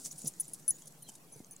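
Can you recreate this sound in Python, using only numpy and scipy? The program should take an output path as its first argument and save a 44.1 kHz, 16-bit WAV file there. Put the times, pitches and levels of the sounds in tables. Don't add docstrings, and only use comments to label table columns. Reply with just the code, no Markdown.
import sys
import numpy as np
from scipy import signal
from scipy.fft import rfft, irfft
from scipy.io import wavfile
from scipy.ndimage import uniform_filter1d

SR = 44100
rng = np.random.default_rng(int(sys.argv[2]) if len(sys.argv) > 2 else 0)


def undo_db(level):
    steps = np.asarray(level, float) / 20
    return 10 ** steps


def log_audio(samples):
    frames = np.atleast_2d(samples).T
    limited = np.clip(frames, -1, 1)
    pcm = np.round(limited * 32767).astype(np.int16)
    wavfile.write(sys.argv[1], SR, pcm)


N = 70560

# (frequency [Hz], density [dB per Hz])
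AIR_SPECTRUM = [(800, 1.5), (1500, -2), (3000, -5), (5000, -5.5), (10500, -1.5), (15800, -5.5)]
AIR_DB = -62.5
AIR_DUCK_DB = -19.5

# (frequency [Hz], density [dB per Hz])
RUMBLE_SPECTRUM = [(18, 14), (30, 6), (59, -16), (129, -15), (167, 3.5), (307, -2.5), (792, -10.5),
                   (1500, -32), (1950, -28), (3300, -120)]
RUMBLE_DB, RUMBLE_FALL_DB_PER_S = -61.5, 1.1
# (middle [s], level lift [dB], half width [s])
PAW_SCUFFS = [
    (0.067, -7, 0.018),
    (0.261, 7, 0.02),
    (0.508, -3.5, 0.041),
]

HUM_HZ, HUM_WIDTH_HZ, HUM_DB = 149, 29, -65.5

# (start [s], length [s], level [dB], first pitch [Hz], last pitch [Hz])
BIRD_CHIRPS = [
    (1.018, 0.017, -69, 3100, 3050),
    (1.03, 0.05, -64.5, 4230, 4010),
    (1.064, 0.021, -64.5, 3210, 3220),
    (1.081, 0.024, -59.5, 3105, 3044),
    (0.704, 0.039, -70.5, 1920, 1790),
    (.82, 0.014, -69.5, 3360, 3220),
    (1.155, 0.0093, -67, 3930, 3660),
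    (1.367, 0.059, -75, 2310, 2010),
]

# (start [s], ring [s], level [dB], pitch [Hz], fade [dB])
GROUND_THUMPS = [
    (.122, 0.045, -55, 155.5, 9),
    (.24, 0.011, -42, 195, 13.5),
    (.254, 0.031, -45.5, 150, 0),
    (1.355, 0.037, -53.5, 140, -13),
    (1.358, 0.021, -57.5, 454, -20),
    (1.403, 0.01, -43.5, 223, -41),
    (1.089, 0.0066, -53, 786, -10),
    (1.09, 0.012, -58, 203, -11),
]
THUMP_RISE_S = 0.0021

# (middle [s], level [dB], half width [s])
GRASS_SWISHES = [(0, -51.5, 0.013), (0.064, -44, 0.017), (0.122, -53, 0.0094), (.19, -60, 0.009),
                 (0.215, -53.5, 0.017), (0.257, -54, 0.014), (.278, -45.5, 0.015), (.45, -62.5, 0.019),
                 (0.546, -56, 0.014), (0.598, -60, 0.0052), (.8, -68.5, 0.046), (0.879, -58.5, 0.0076),
                 (1.093, -50.5, 0.0098), (1.154, -64, 0.025), (1.385, -67.5, 0.055)]
# (frequency [Hz], density [dB per Hz])
GRASS_SPECTRUM = [(300, -10.5), (900, -24.5), (2000, -33.5), (3800, -16.5), (5300, -8), (8000, -3),
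                  (16000, -19.5)]
RUSTLE_DB, RUSTLE_DB_PER_S = -56.5, -12.5
BLADES_PER_S, BLADE_SPREAD_DB = 5000, -1

# (time [s], peak [dB], pitch [Hz])
STALK_SNAPS = [(0.054, -44, 7900), (0.052, -37.5, 6600), (0.0548, -39, 7800), (0.0578, -31, 8600),
               (0.0596, -49, 7600), (0.0597, -34, 5350), (0.0619, -29, 7600), (0.0652, -40, 8300),
               (0.067, -33, 6600), (0.071, -46, 9700), (0.072, -51, 6750), (0.0727, -44, 7360),
               (0.077, -39, 7800), (0.112, -36.5, 5960), (0.1275, -51, 10000), (0.129, -39.5, 7800),
               (0.1912, -40, 10000), (0.1927, -36, 9900), (0.2167, -49, 7100), (0.2185, -38, 7650),
               (0.2194, -41, 6300), (0.2481, -37, 9700), (0.2512, -43, 10200), (0.2574, -37, 6300),
               (0.261, -35, 5460), (0.263, -43, 7340), (0.264, -35.5, 5800), (0.3388, -43, 6900),
               (0.446, -45, 8000), (0.4541, -53, 8350), (0.455, -41.5, 7400), (0.4717, -50, 9900),
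               (0.4907, -41, 9450), (0.497, -45, 8200), (0.5043, -48, 10600), (0.597, -52, 6800),
               (0.5987, -55, 7500), (0.768, -45, 9200), (0.7695, -49, 7740), (0.8219, -39.5, 7030),
               (0.8587, -43, 9300), (0.9242, -45.5, 7800), (1.0897, -38, 7800), (1.0944, -40, 10000),
               (1.0953, -37.5, 6820), (1.096, -51, 7800), (1.1199, -45.5, 8600), (1.1529, -44.5, 8400),
               (1.1546, -42, 7000), (1.301, -53, 7700), (1.4466, -42, 6480), (1.468, -48, 8900),
               (1.5643, -38.5, 7880), (1.5661, -42.5, 6700)]
SNAP_S, SNAP_TAIL = 0.0004, 0.25

JANGLE_WIDTH_HZ, JANGLE_TOUCHES_PER_S, JANGLE_DB = 50, 130, -4.5

# (start [s], free ring [s], level [dB], pitch [Hz], fade over ring [dB])
DISC_STRIKES = [(0.116, 0.021, -56, 10170.0, 10), (0.2455, 0.01, -53, 9800, -8),
                (0.271, 0.0055, -50, 10300, 2), (0.2772, 0.0049, -29, 10180, -35),
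                (0.284, 0.0063, -39.5, 10400, -5), (0.3985, 0.012, -30.5, 10040, 7),
                (0.408, 0.014, -38, 10140, -8), (0.5325, 0.0067, -45, 10050, 7),
                (0.5362, 0.006, -36.5, 10600, -5), (0.5405, 0.0071, -43.5, 9940, -2),
                (0.679, 0.027, -26, 10050, 3), (0.7055, 0.01, -25.5, 10090, -26),
                (0.792, 0.017, -55, 10050, -19), (1.024, 0.03, -57, 10060, -12),
                (0.8712, 0.0065, -48.5, 10070, 0), (0.881, 0.0057, -48.5, 10500, -3),
                (1.151, 0.018, -60.5, 10100, 1), (1.322, 0.023, -52.5, 10095.0, -7),
                (1.358, 0.098, -66, 10340, -8), (1.511, 0.022, -51.5, 10180, -4)]
# (start [s], free ring [s], level [dB], pitch [Hz], fade over ring [dB])
RING_STRIKES = [(0.1805, 0.01, -43, 9540, 2), (0.272, 0.012, -36, 9750.0, 12),
                (0.282, 0.013, -45, 9575.0, -13), (0.3985, 0.0072, -35, 9510, -7),
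                (0.408, 0.014, -40.5, 9420, -18), (0.4795, 0.0077, -44, 9570, -2),
                (0.7055, 0.01, -37.5, 9530, -22), (0.718, 0.012, -53, 9470.0, -13),
                (0.8762, 0.0047, -47.5, 9970, 8), (1.025, 0.018, -50, 9580, -18),
                (1.322, 0.021, -56.5, 9660, 12), (1.511, 0.031, -55, 9645.0, 11)]
# (start [s], free ring [s], level [dB], pitch [Hz], fade over ring [dB])
PLATE_STRIKES = [
    (0.276, 0.011, -40.5, 6200, -1),
    (0.399, 0.0075, -47, 6170, 13),
    (0.4085, 0.0072, -48, 6000, 2),
    (0.679, 0.016, -52, 6070, -23),
    (0.706, 0.018, -41.5, 6070, -30),
    (0.8712, 0.0061, -50, 6000, -3),
    (1.024, 0.008, -57.5, 6100, -12),
    (1.322, 0.039, -59, 6190, 5),
    (1.511, 0.03, -58.5, 6230, 10),
]
# (start [s], free ring [s], level [dB], pitch [Hz], fade over ring [dB])
BUCKLE_STRIKES = [
    (0.113, 0.0089, -42.5, 6800.0, -7),
    (0.27, 0.0066, -38, 7085.0, 11),
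    (0.412, 0.04, -57, 6885.0, -14),
    (0.679, 0.017, -65, 6870.0, -36),
    (0.71, 0.032, -52, 6825.0, -3),
    (0.743, 0.033, -54.5, 6840.0, 2),
]
# (start [s], free
# ring [s], level [dB], pitch [Hz], fade [dB])
LINK_STRIKES = [(.273, .013, -44, 14470, -4), (.3985, .008, -49, 13130, 0), (.399, .012, -48, 8720, -2),
                (.408, .024, -47, 13130, -12), (.534, .006, -49, 14450, -4), (.6785, .013, -62, 3640, -2),
                (.68, .016, -56, 13160, -6), (.7055, .024, -48, 13100, -16), (.7055, .008, -40, 10500, -10),
                (.7055, .006, -45, 7770, -15), (.873, .005, -59, 15500, 0), (1.025, .022, -63, 13200, -3)]
# (pitch ratio, level [dB], extra fade [dB])
DISC_OVERTONES = [(1.535, -35, -13)]
# (pitch ratio, level [dB], extra fade [dB])
RING_OVERTONES = [(1.485, -13, 0)]
# (pitch ratio, level [dB], extra fade [dB])
PLATE_OVERTONES = [(1.301, -15, -24)]
# (pitch ratio, level [dB], extra fade [dB])
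BUCKLE_OVERTONES = [(2.258, -9, 0)]
# (time [s], left-right [dB])
DISC_FACING = [(.6, 4), (0.673, 4), (.703, 8), (.706, 0), (1.3, 2)]
# (time [s], peak [dB])
METAL_TICKS = [
    (0.3967, -53),
    (0.4064, -18),
    (0.5336, -22.5),
    (0.6794, -19),
    (0.705, -27.5),
    (1.0225, -34),
    (1.509, -32),
]
# (frequency [Hz], gain [dB])
TICK_SPECTRUM = [(4800, -32.5), (6200, -7.5), (9500, 1.5), (11800, -29), (14500, -3), (16000, -24)]
TICK_S, TICK_DB, TICK_LATE_S = 0.00023, -2.5, 0.001298

METAL_RISE_S, DAMP_POWER = 0.00058, 1.6
RATTLE, RATTLE_S = 0.75, 0.0012
PORT_TURN_RAD = 1.11


def evened(x):
    return x / np.sqrt(np.mean(x ** 2) + 1e-20)


def smoothed_twice(x, size):
    return uniform_filter1d(uniform_filter1d(x, size=size), size=size)


def read(points, hz):
    f, value = np.transpose(points)
    return np.interp(np.log(hz + 1), np.log(f + 1), value)


def add(mix, start_s, sound):
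    part = mix[..., round(start_s * SR):][..., :sound.shape[-1]]
    part += sound[..., :part.shape[-1]]


def colour(x, points):
    gain = undo_db(read(points, np.fft.rfftfreq(N, 1 / SR)))
    return irfft(rfft(x) * gain, N)


def noise(points, patchy_db, same):
    hz = np.fft.rfftfreq(1024, 1 / SR)
    a, b, c, d, patches = rng.standard_normal((N // 256 + 5, 513, 5)).T
    patches = uniform_filter1d(patches, size=8, axis=0)
    patches = evened(uniform_filter1d(patches, size=8, axis=1))
    left, other = a + 1j * b, c + 1j * d
    right = same * left + np.sqrt(1 - same ** 2) * other
    z = np.array([left, right]) * undo_db(read(points, hz)[:, None] + patchy_db * patches)
    return evened(signal.istft(z, nperseg=1024, noverlap=768)[1][:, :N])


def rings(strikes, overtones, rise_s):
    out = np.zeros((2, N))
    for start, length, db, hz, fade_db in strikes:
        t = np.arange(0, length, 1 / SR)
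        rise = np.minimum(t / rise_s, 1)
        damping = np.cos(np.pi / 2 * (t / length) ** DAMP_POWER)
        for ratio, top_db, more_db in [(1, 0, 0)] + overtones:
            partial_hz, partial_db = hz * ratio, db + top_db
            phase, turn = 2 * np.pi * rng.random(size=2)
            port_phase = PORT_TURN_RAD * np.sin(turn) * (partial_hz / 10500) ** 2
            phase = phase + np.array([[0], [port_phase]])
            loose = RATTLE * np.clip((-34 - partial_db) / 20, 0, 1) * min(hz / 3000, 1)
            knocks = rng.standard_normal((2, 100))
            a, b = (np.interp(t / RATTLE_S, np.arange(len(k)), k) for k in knocks)
            rattle = 1 + loose * (a + 1j * b) / np.sqrt(2)
            level = undo_db(partial_db + (fade_db + more_db) * (t / length - 0.288))
            level = level / np.sqrt(1 + loose ** 2)
            tone = rattle * np.exp(1j * (2 * np.pi * partial_hz * t + phase))
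            add(out, start, np.sqrt(2) * rise * damping * level * tone.imag)
    return out


def air(metal):
    duck = 1 + uniform_filter1d(abs(metal).mean(axis=0), size=700) / undo_db(AIR_DUCK_DB)
    return undo_db(AIR_DB) * noise(AIR_SPECTRUM, patchy_db=3.5, same=0.18) / duck


def rumble():
    t = np.arange(N) / SR
    scuff = 1 + sum(undo_db(db) * np.exp(-((t - s) / w) ** 4) for s, db, w in PAW_SCUFFS)
    level = undo_db(RUMBLE_DB - RUMBLE_FALL_DB_PER_S * t) * scuff
    return level * noise(RUMBLE_SPECTRUM, patchy_db=2.0, same=0.92)


def hum():
    b, a = signal.iirpeak(HUM_HZ, HUM_HZ / HUM_WIDTH_HZ, SR)
    return undo_db(HUM_DB) * evened(signal.lfilter(b, a, rng.standard_normal(N)))


def birds():
    out = np.zeros(N)
    for start, length, db, first_hz, last_hz in BIRD_CHIRPS:
        u = np.arange(0, length, 1 / SR) / length
        shape = np.sin(np.pi * u) ** 0.55
        flutter = 1 + 0.33 * np.sin(2 * np.pi * (110 * u * length + rng.random()))
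        cycles = np.cumsum(first_hz + (last_hz - first_hz) * u) / SR
        add(out, start, np.sqrt(2) * undo_db(db) * shape * flutter * np.sin(2 * np.pi * cycles))
    return out


def thumps():
    return rings(GROUND_THUMPS, [(2.1, -16.0, 13.6), (3.4, -21.0, 3.7)], THUMP_RISE_S)


def jangle():
    out = np.zeros((2, N))
    for hz in [6000, 6870, 9400, 10000, 10340]:
        size, pick, side = rng.random((N, 3)).T
        touches = np.log(size + 0.012) * (pick < JANGLE_TOUCHES_PER_S / SR)
        b, a = signal.iirpeak(hz, hz / JANGLE_WIDTH_HZ, SR)
        out += signal.lfilter(b, a, touches * np.array([side, 1 - side]))
    return undo_db(JANGLE_DB) * evened(out)


def grass():
    t = np.arange(N) / SR
    strides = sum(undo_db(db) * np.exp(-((t - s) / w) ** 2) for s, db, w in GRASS_SWISHES)
    level = undo_db(RUSTLE_DB + RUSTLE_DB_PER_S * t) + strides
    size, pick, sign, drift, side = rng.random((N, 5)).T
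    blade_size = undo_db(-BLADE_SPREAD_DB * np.log(np.maximum(size, 0.01)))
    blades = blade_size * (pick < BLADES_PER_S / SR) * np.sign(sign - 0.5)
    flicker = evened(undo_db(2.1 * evened(smoothed_twice(drift, 150) - 0.5)))
    mid = evened(colour(blades, GRASS_SPECTRUM)) * flicker
    width = 0.23 * np.array([[1], [-1]]) * evened(colour(side - 0.5, GRASS_SPECTRUM))
    return (mid + jangle() + width) * level


def snaps():
    lead = 30
    t, out = np.arange(-lead, 200) / SR / SNAP_S, np.zeros(N)
    shape = np.exp(-t ** 2) + SNAP_TAIL * np.maximum(t, 0) * np.exp(-t / 2)
    for s, db, hz in STALK_SNAPS:
        waver = 0.72 * uniform_filter1d(rng.standard_normal(len(t)), size=5)
        tone = np.cos(2 * np.pi * hz * SNAP_S * t + waver)
        add(out, s - lead / SR, undo_db(db) * tone * shape)
    return out


def ticks():
    t, out = np.arange(300) / SR / TICK_S, np.zeros(N)
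    shape = t * np.exp(1 - t) + 0.35 * np.exp(-t / 6)
    for s, db in METAL_TICKS:
        grit = rng.standard_normal(len(t)) * shape
        grit = grit / np.linalg.norm(grit) * np.sqrt(TICK_S * SR) * 2
        add(out, s + TICK_LATE_S, undo_db(db + TICK_DB) * grit)
    return colour(out, TICK_SPECTRUM)


def collar():
    pan_db = np.interp(np.arange(N) / SR, *np.transpose(DISC_FACING)) / 2
    disc = rings(DISC_STRIKES, DISC_OVERTONES, METAL_RISE_S) * undo_db(np.array([pan_db, -pan_db]))
    ring = rings(RING_STRIKES, RING_OVERTONES, METAL_RISE_S)
    plate = rings(PLATE_STRIKES, PLATE_OVERTONES, METAL_RISE_S)
    buckle = rings(BUCKLE_STRIKES, BUCKLE_OVERTONES, METAL_RISE_S)
    link = rings(LINK_STRIKES, [], METAL_RISE_S)
    return disc + ring + plate + buckle + link + ticks()


def scene():
    metal = collar()
    ground = (thumps() + hum()) * undo_db(np.array([[-0.8], [0.8]]))
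    return air(metal) + rumble() + birds() + ground + grass() + snaps() + metal


def top_cut(x):
    return signal.sosfilt(signal.butter(12, 16630, fs=SR, output="sos"), x)


def record(dry):
    cut = []
    for x, hz in zip(dry, (110, 90)):
        low_cut = signal.butter(3, hz, "high", fs=SR, output="sos")
        cut.append(signal.sosfilt(low_cut, x))
    band_limit = signal.firwin(511, 15900, window=("kaiser", 8), fs=SR)
    mix = signal.oaconvolve(np.array(cut), band_limit[None], "same") - 0.0006
    return top_cut(mix)


dry = scene()
out = record(dry)
log_audio(out)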